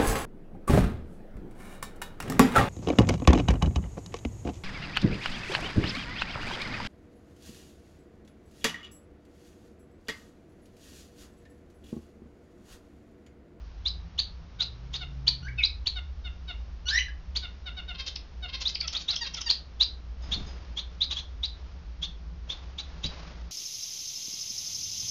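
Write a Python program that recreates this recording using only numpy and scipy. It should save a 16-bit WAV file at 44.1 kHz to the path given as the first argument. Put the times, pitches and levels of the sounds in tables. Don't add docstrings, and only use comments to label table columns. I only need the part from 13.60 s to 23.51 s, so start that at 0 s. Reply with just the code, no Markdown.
import sys
import numpy as np
from scipy import signal
from scipy.fft import rfft, irfft, next_fast_len
from scipy.io import wavfile
from scipy.ndimage import uniform_filter1d, map_coordinates

SR = 44100
rng = np.random.default_rng(int(sys.argv[2]) if len(sys.argv) > 2 else 0)


def generate_wav(sig):
    pcm = np.round(np.clip(np.atleast_2d(sig).T, -1, 1) * 32767).astype(np.int16)
    wavfile.write(sys.argv[1], SR, pcm)


N = 437031


def amp(db):
    return 10 ** (np.asarray(db) / 20)


def unit(x):
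    return x / np.sqrt(np.mean(x ** 2) + 1e-20)


def along(points, hz):
    f, v = np.transpose(points)
    return np.interp(np.log(hz + 1e-9), np.log(f), v)


def curves(rows, t):
    s, *cols = np.transpose(rows)
    return [np.interp(t, s, c) for c in cols]


def clock(length):
    return np.arange(int(length * SR)) / SR


def wobble(rate, size):
    knots = rng.standard_normal(int(size * rate / SR) + 4)
    return map_coordinates(knots, [np.arange(size) * rate / SR])


def filtered(x, response):
    m = next_fast_len(2 * len(x))
    gain = response(np.fft.rfftfreq(m, 1 / SR))
    return irfft(rfft(x, m) * gain, m)[:len(x)]


def noise(colour, size, scale=1):
    white = rng.standard_normal(size)
    return unit(filtered(white, lambda hz: amp(along(colour, hz / scale))))


def cycles(hz):
    return 2 * np.pi * np.cumsum(hz) / SR


def add(track, s, x):
    part = track[max(round(s * SR), 0):][:len(x)]
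    part += x[:len(part)]


# [f/Hz, t60/s]
ROOM_DECAY = [(300, 0.23), (2000, 0.3), (4200, 0.25), (7000, 0.2)]


def in_room(x, room_db, bars_db=-11, gap=0.0033):
    hz, t, z = signal.stft(rng.standard_normal(SR // 2), SR, nperseg=256)
    decay = amp(-60 * t / along(ROOM_DECAY, hz)[:, None])
    tail = signal.istft(z * decay, SR, nperseg=256)[1]
    tail *= 1 - np.exp(-np.arange(len(tail)) / SR / gap)
    echo = amp(room_db) * tail / np.linalg.norm(tail)
    delays = rng.uniform(.001, .012, size=6)
    bars = amp(bars_db) * rng.choice([-1, 1], size=6) / np.sqrt(len(delays))
    echo[(delays * SR).astype(int)] += bars
    echo[0] += 1
    return signal.fftconvolve(x, echo)


def reed(pitch, throat, scale, rough, jitter=0.024):
    size, rough = len(pitch), np.clip(rough, 0, 1)
    phase = cycles(pitch * (1 + jitter * rough * wobble(500, size)))
    k = np.arange(1, 15)[:, None]
    partial_hz = k * pitch
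    gains = amp(along(throat, partial_hz / scale)) * (partial_hz < SR / 4)
    tone = np.sum(gains * np.sin(k * phase + rng.uniform(0, np.pi, k.shape)), axis=0)
    air = unit(noise(throat, size, np.mean(scale)) * (1 + np.cos(phase)))
    return np.sqrt(1 - rough) * unit(tone) + np.sqrt(rough) * air


def swell(u, rise, fall):
    ramp = np.clip(np.minimum(u / rise, (1 - u) / fall), 0, 1)
    return unit(np.sin(np.pi / 2 * ramp) ** 2)


# [t/s, level/dB]
HUM_LEVEL = [(0, -42.5), (0.25, -38.5), (0.85, -46), (1.6, -41.0), (2.25, -36), (2.75, -39.5), (3.4, -37),
             (4.0, -41.5), (4.6, -43), (5.0, -41.5), (5.6, -47), (6.1, -45.9), (6.45, -38.5), (6.85, -38),
             (7.2, -42.5), (8.0, -39), (9.0, -41), (9.9, -43.5)]
# [f/Hz, relative level/dB]
HUM_COLOUR = [(20, -22.5), (30, -12.5), (42, -16.5), (52, -2.5), (60, 3), (67, -3), (76, -12.5),
              (90, -21.5), (110, -32), (150, -53.5), (250, -76)]


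def hum(hum_db=0.5, steady=0.38):
    rumble = noise(HUM_COLOUR, N)
    beats = uniform_filter1d(np.abs(signal.hilbert(rumble)), SR // 20)
    rumble = unit(rumble / (beats + .01) ** steady)
    return amp(curves(HUM_LEVEL, np.arange(N) / SR)[0] + hum_db) * rumble


# [f/Hz, relative level/dB]
AIR_COLOUR = [(60, 7), (110, 4.5), (140, 3.5), (200, 0.5), (270, -2), (400, -4.5), (700, -8), (1200, -9.5),
              (2000, -14), (4000, -17), (5500, -18), (6800, -29), (7500, -53.5)]


def room_air(air_db=-54):
    return amp(air_db + 0.7 * wobble(2.6, N)) * noise(AIR_COLOUR, N)


# [t/s, level/dB]
DRONE_LEVEL = [(0, -57), (0.2, -64), (0.45, -53), (1.0, -56.5), (1.8, -55.4), (2.2, -63), (2.85, -58.5),
               (3.6, -60.5), (4.25, -56.5), (4.6, -65.5), (5.4, -59.9), (6.3, -60), (7.3, -59.5),
               (7.95, -60), (8.45, -51.5), (9.2, -55.7), (9.9, -54.5)]
# [f/Hz, relative level/dB]
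DRONE_COLOUR = [(90, -48), (140, -17.5), (160, 1.5), (168, 2.5), (180, -6.5), (200, -18.5), (300, -44.5),
                (600, -89.5)]


def drone(gain_db=-1):
    return amp(curves(DRONE_LEVEL, np.arange(N) / SR)[0] + gain_db) * noise(DRONE_COLOUR, N)


# [t/s, firing f/Hz, level/dB]
ENGINE_RUN = [(.1, 75.46, -60), (.35, 81.5, -46), (.8, 93.3, -54), (1.05, 110.7, -56), (1.25, 125.7, -47),
              (1.5, 138, -50.5), (1.82, 129, -41.8), (1.96, 122.1, -45), (2.16, 116.2, -83)]


def engine(octave_db=-19):
    firing, db = curves(ENGINE_RUN, np.arange(N) / SR)
    phase = cycles(firing * (1 + 0.005 * wobble(13, N)))
    tone = unit(np.sin(phase) + amp(octave_db) * np.sin(2 * phase))
    return amp(db + 2.5 * wobble(5.5, N)) * tone


# [f/Hz, gain/dB]
RASP_THROAT = [(400, -29.5), (850, 2.5), (1100, -2), (1600, -8.5), (2250, -1), (2700, 1), (3300, 11.5),
               (4700, -1.5), (5400, 0), (6400, 1), (7500, -16)]


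def chirps(calls, shape, gain_db, rasp_gain_db, room_db, waver, rough, lowest_hz,
           rasp_hz=570, flutter_db=2.0, follow=0.55):
    track = np.zeros(N)
    lead = .3
    for s, length, hz, db, accent_db, rasp_db in calls:
        u = clock(length * (1 + lead)) / length - lead
        ratio, push_db = curves(shape, u)
        gate = swell((u + lead) / (1 + lead), .2, .06)
        fray = waver * (.25 + u ** 2) * wobble(1496, len(u))
        pitch = np.maximum(hz * ratio, lowest_hz) * (1 + fray)
        whistle_db = push_db + accent_db * u + flutter_db * wobble(359, len(u))
        whistle = unit(gate * amp(whistle_db) * np.sin(cycles(pitch)))
        reed_voice = reed(rasp_hz * np.sqrt(ratio), RASP_THROAT, 0.99, rough)
        rasp = unit(gate * amp(follow * push_db) * reed_voice)
        call = amp(db + gain_db) * (whistle + amp(rasp_db + rasp_gain_db) * rasp)
        add(track, s - lead * length, in_room(call, room_db))
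    return track


# [t/s, length/s, f/Hz, level/dB, accent from start to end/dB, rasp re whistle/dB]
CONTACT_CALLS = [(.254, .036, 4030, -26.5, 3, -17.5), (1.0, 0.037, 4073, -26, -3, -14.5),
                 (1.333, 0.037, 3740, -34, 12, -5), (2.029, 0.035, 4095, -21, 1, -17),
                 (3.282, 0.034, 4095, -27.5, -1, -10), (5.052, 0.036, 3950, -26, 8, -17),
                 (5.343, 0.038, 3734, -30.5, 17, -10), (5.481, 0.04, 4060, -26, 4, -12.5),
                 (6.202, 0.039, 4100, -20, -5.5, -16), (6.714, .038, 3650, -28, 8, -9.5),
                 (7.167, 0.04, 3570, -32.5, -4, -9), (7.409, .041, 4040, -24.5, -12, -18.5),
                 (7.505, .037, 3960, -34, -1, -3), (7.56, 0.046, 3490, -33.5, -2.5, -8),
                 (7.829, 0.036, 4006, -29, 2, -13.5), (8.421, 0.039, 3604, -33, -3, -7),
                 (8.892, 0.044, 3675, -34, -3, -10), (9.182, .032, 3903, -36, -9, -6),
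                 (9.433, 0.04, 3974, -32.5, 5, -6.5)]
# [t/share of length, f/ratio, level/dB]
CONTACT_GESTURE = [(-.3, .78, -55), (0, .83, -20.5), (0.251, .937, 1.5), (.35, .98, -5), (.66, 1.005, -4),
                   (.73, 1.15, -8.5), (.86, 1.205, -10), (1, 1.22, -23.5)]


def contact_calls():
    return chirps(CONTACT_CALLS, CONTACT_GESTURE, gain_db=-2.28, rasp_gain_db=0.5, room_db=-8.0,
                  waver=0.048, rough=0.62, lowest_hz=3250, follow=.58)


# [t/s, length/s, f/Hz, level/dB, accent from start to end/dB, rasp re whistle/dB]
CHIP_CALLS = [(.581, .023, 3930, -21.5, -1.5, -13.5), (1.67, 0.022, 4010, -15.5, -7.5, -15),
              (2.261, 0.022, 3905, -22.5, -3, -13), (3.754, .023, 3994, -25.5, -4, -10),
              (5.889, 0.027, 4085, -18.5, -4, -10.5)]
# [t/share of length, f/ratio, level/dB]
CHIP_GESTURE = [(-.3, 0.43, -52.5), (0, .72, -26), (.35, 0.89, -11.5), (.5, 1.07, 1), (.61, 1.13, -9),
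                (.86, 1.17, -3), (1, 0.85, -7.5)]


def chips():
    return chirps(CHIP_CALLS, CHIP_GESTURE, gain_db=-4.5, rasp_gain_db=0.5, room_db=-7,
                  waver=0.041, rough=0.88, lowest_hz=2916)


# [t/s, length/s, f/Hz, level/dB, roughness/0-1]
NASAL_NOTES = [(0.982, 0.049, 771, -42, 0.22), (1.399, 0.042, 763, -38.5, 0.2),
               (1.972, .036, 749, -42.5, 0.03), (2.351, 0.043, 767, -38, 0.19),
               (2.637, 0.046, 754, -42, 0.12), (2.873, 0.045, 772, -38.5, 0.21),
               (3.819, 0.042, 765, -38.5, .17), (4.053, 0.044, 769, -38.5, 0.22),
               (4.161, 0.044, 769, -38.5, 0.13), (4.274, 0.047, 764, -38.5, 0.16),
               (4.819, 0.045, 761, -37.5, 0.08), (5.213, 0.049, 740, -42.5, .35),
               (5.327, .041, 709, -40, .45), (5.511, 0.037, 760, -39.5, 0.52),
               (5.605, 0.032, 963, -31, .05), (5.631, 0.033, 888, -39, 0.47),
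               (5.758, 0.035, 761, -40, 0.68), (5.856, 0.03, 960, -31, 0.09)]
# [f/ratio to resonance, gain/dB]
NASAL_THROAT = [(.12, -30.5), (.2, -15), (.42, -4), (.6, -8.5), (0.799, -6), (1.01, 5), (1.22, -9),
                (1.45, -16), (1.9, -36.5)]
SAG_PER_S, HOARSE_SAG_PER_S = 1.53, 5.2
THROAT_RATIO, THROAT_CLOSE_S = 5.07, 0.076


def notes(gain_db=-2.0, room_db=-7):
    track = np.zeros(N)
    for s, length, hz, db, rough in NASAL_NOTES:
        t = clock(length)
        u = t / length
        fall = (SAG_PER_S + HOARSE_SAG_PER_S * rough) * length
        throat_hz = THROAT_RATIO * hz * np.exp(-(t / THROAT_CLOSE_S) ** 2)
        voice = reed(hz * (1 - fall * u ** 1.385), NASAL_THROAT, throat_hz, rough * 0.29)
        add(track, s, in_room(amp(db + gain_db) * swell(u, 0.49, 0.065) * voice, room_db))
    return track


# [t/s, f/Hz, level/dB, overtones/dB]
SLURRED_CALLS = [
    [(1.828, 1400, -55.5, -6), (1.858, 1505, -46.5, -6), (1.878, 1677, -42, -27), (1.886, 2220, -41.5, -19),
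     (1.896, 2286, -49, -18.5)],
    [(1.978, 2660, -56, -24), (1.987, 2585, -29, -25), (2.004, 2540, -26, -27), (2.013, 2192, -31, -30),
     (2.03, 2293, -40, -27), (2.04, 2353, -50, -27)],
    [(3.256, 1442, -64, 10), (3.274, 1465, -41, 5), (3.305, 1530, -42.5, 3), (3.313, 1605, -34, -9),
     (3.335, 1770, -30, -2.5), (3.368, 1930, -26, -7.5), (3.386, 2055, -24, -7), (3.39, 2980, -28, -21),
     (3.4, 2980, -28, 1.5), (3.414, 2850, -43, -7)],
    [(3.481, 1900, -55, -16.5), (3.486, 1670, -36.5, -16), (3.494, 1630, -54, -6)],
]
# [f/Hz, gain/dB]
SLUR_THROAT = [(2800, 5.5), (3400, -20), (4000, 2.5), (4600, -4.5), (5300, -1.5), (6100, -6), (6700, -24),
               (8000, -19.5)]
# [f/Hz, gain/dB]
BEAK_COLOUR = [(500, -15), (1100, -8.5), (1600, -12), (2200, -1), (3200, 3.5), (3800, 4.5), (4800, 2),
               (5600, -7), (7000, -31)]


def slurs(gain_db=-1.0, room_db=-4, waver=0.021, flutter_db=1.8, breath_db=-12.5):
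    track = np.zeros(N)
    for rows in SLURRED_CALLS:
        start = rows[0][0]
        pitch, db, over_db = curves(rows, start + clock(rows[-1][0] - start))
        size = len(pitch)
        phase = cycles(pitch * (1 + waver * wobble(1200, size)))
        overtones = sum(amp(along(SLUR_THROAT, k * pitch)) * np.sin(k * phase) for k in range(2, 5))
        tone = np.sqrt(2) * (np.sin(phase) + amp(over_db) * overtones)
        breath = amp(breath_db + over_db / 2) * noise(BEAK_COLOUR, size)
        level = amp(db + gain_db + flutter_db * wobble(201.7, size))
        add(track, start, in_room(level * (tone + breath), room_db))
    return track


# [t/s, length/s, f/Hz, level/dB, roughness/0-1]
BUZZ_SYLLABLES = [(4.339, 0.025, 546, -42.5, 0.16), (4.376, 0.044, 560, -35.5, 0.28),
                  (4.454, 0.038, 563, -34, 0.44), (4.877, 0.029, 556, -42.5, 0.21),
                  (4.922, 0.042, 557, -33.5, 0.26), (4.998, .036, 560, -32.5, 0.46),
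                  (5.083, 0.021, 564, -35.5, 0.51), (5.322, 0.019, 652, -35, .5),
                  (5.381, 0.052, 594, -42.5, 0.7), (5.515, 0.036, 742, -40, 0.4),
                  (5.653, .029, 572, -34, .33), (5.747, 0.047, 737, -44, 1)]
BUZZ_FALL, HOARSE_FALL = .04, .14
BEAK_NARROW, BEAK_OPENS, BEAK_WIDE = 0.78, 0.83, 1.21


def buzzes(gain_db=-3.0, room_db=-6):
    track = np.zeros(N)
    for s, length, hz, db, rough in BUZZ_SYLLABLES:
        u = clock(length) / length
        beak = min(BEAK_NARROW + BEAK_OPENS * rough, BEAK_WIDE)
        pitch = hz * (1 - (BUZZ_FALL + HOARSE_FALL * rough) * u)
        voice = reed(pitch, BEAK_COLOUR, beak, rough)
        add(track, s, in_room(amp(db + gain_db) * swell(u, 0.61, 0.21) * voice, room_db))
    return track


# [t/s, length/s, f/Hz, level/dB, accent from start to end/dB, rasp re whistle/dB]
SONG_STROKES = [(4.555, 0.012, 4950, -32.5, -1, -10), (5.146, .017, 4750, -28, -7, -15),
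                (5.201, .02, 4620, -27, -8, -15.5), (5.273, .015, 5750, -29, 3, -7.5),
                (5.556, .013, 5750, -27, 11, -9), (5.735, .022, 5470, -34.5, -2, -5),
                (5.806, 0.019, 5900, -32.5, 5, -4.5)]
# [t/share of length, f/ratio, level/dB]
STROKE_GESTURE = [(0, 1.09, -24.5), (0.151, 1.04, -6), (0.578, .95, 8), (0.689, 0.548, -2), (.83, .49, -3),
                  (1.001, .45, -30)]


def strokes():
    return chirps(SONG_STROKES, STROKE_GESTURE, gain_db=-4.0, rasp_gain_db=-3, room_db=-6,
                  waver=.15, rough=0.84, lowest_hz=2340, flutter_db=1.5)


# [t/s, level/dB]
FOOTFALLS = [(6.62, -53.5), (6.862, -54)]
# [f/Hz, level/dB, t60/s]
WIRE_MODES = [(3600, -8, .3), (4990, -1.5, 0.43), (5200, -9, .35), (6440, -6, 0.27), (6880, -12, 0.14)]


def perch(scratch_db=1.0, scratch_t60=.08):
    track, t = np.zeros(N), clock(.5)
    for s, db in FOOTFALLS:
        ring = sum(amp(level + rng.normal(0, 2) - 60 * t / t60) * np.sin(2 * np.pi * hz * t)
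                   for hz, level, t60 in WIRE_MODES)
        scratch = amp(scratch_db - 60 * t / scratch_t60) * rng.standard_normal(len(t))
        onset = 1 - np.exp(-t / 0.0024)
        add(track, s, in_room(amp(db) * onset * (ring + scratch), room_db=-4.0))
    return track


# [t/s, held/s, level/dB]
RUSTLE_BOUTS = [(6.68, 0.22, -50), (7.35, 0.28, -64), (8.0, 0.09, -59), (8.93, 0.1, -53),
                (9.3, 0.12, -56.5), (9.56, 0.046, -48)]
# [f/Hz, relative level/dB]
RUSTLE_COLOUR = [(100, 10), (250, 1), (600, 4.5), (1100, 2), (1800, -2), (3000, -3.5), (5200, -4.5),
                 (6800, -15.5), (7500, -35)]
RUSTLE_RISE_S, RUSTLE_T60 = 0.064, 1.47
# [t/s, level/dB, t60/s]
WING_PUFFS = [(6.682, -32, 0.094), (6.715, -35, 0.22), (6.757, -29, 0.084), (6.773, -26.5, 0.094),
              (6.803, -30.5, 0.19), (6.862, -34, 0.11), (9.44, -29.5, 0.2), (9.468, -44, 0.13)]
# [f/Hz, relative level/dB]
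PUFF_COLOUR = [(20, 4.5), (45, -5.5), (90, -3.5), (170, -4.5), (300, -15.5), (700, -24.5), (1500, -61),
               (4000, -43)]


def wings(grain_db=2.0):
    t = np.arange(N) / SR
    stir = np.zeros(N)
    for s, hold, db in RUSTLE_BOUTS:
        rise = np.exp(-(np.minimum(t - s, 0) / RUSTLE_RISE_S) ** 2)
        stir += amp(db - 60 * np.maximum(t - s - hold, 0) / RUSTLE_T60) * rise
    track = stir * unit(noise(RUSTLE_COLOUR, N) * amp(grain_db * wobble(120, N)))
    t = clock(0.13)
    for s, db, t60 in WING_PUFFS:
        envelope = amp(db - 60 * t / t60) * (1 - np.exp(-t / 0.0053))
        add(track, s, envelope * noise(PUFF_COLOUR, len(t)))
    return track


def scene():
    room = hum() + room_air() + drone() + engine()
    birds = contact_calls() + chips() + notes() + slurs() + buzzes() + strokes()
    return (room + birds + perch() + wings())[None]


TOP_HZ = 7150


def record(dry):
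    return np.array([filtered(x, lambda hz: 1 / np.sqrt(1 + (hz / TOP_HZ) ** 120)) for x in dry])


dry = scene()
out = record(dry)
generate_wav(out)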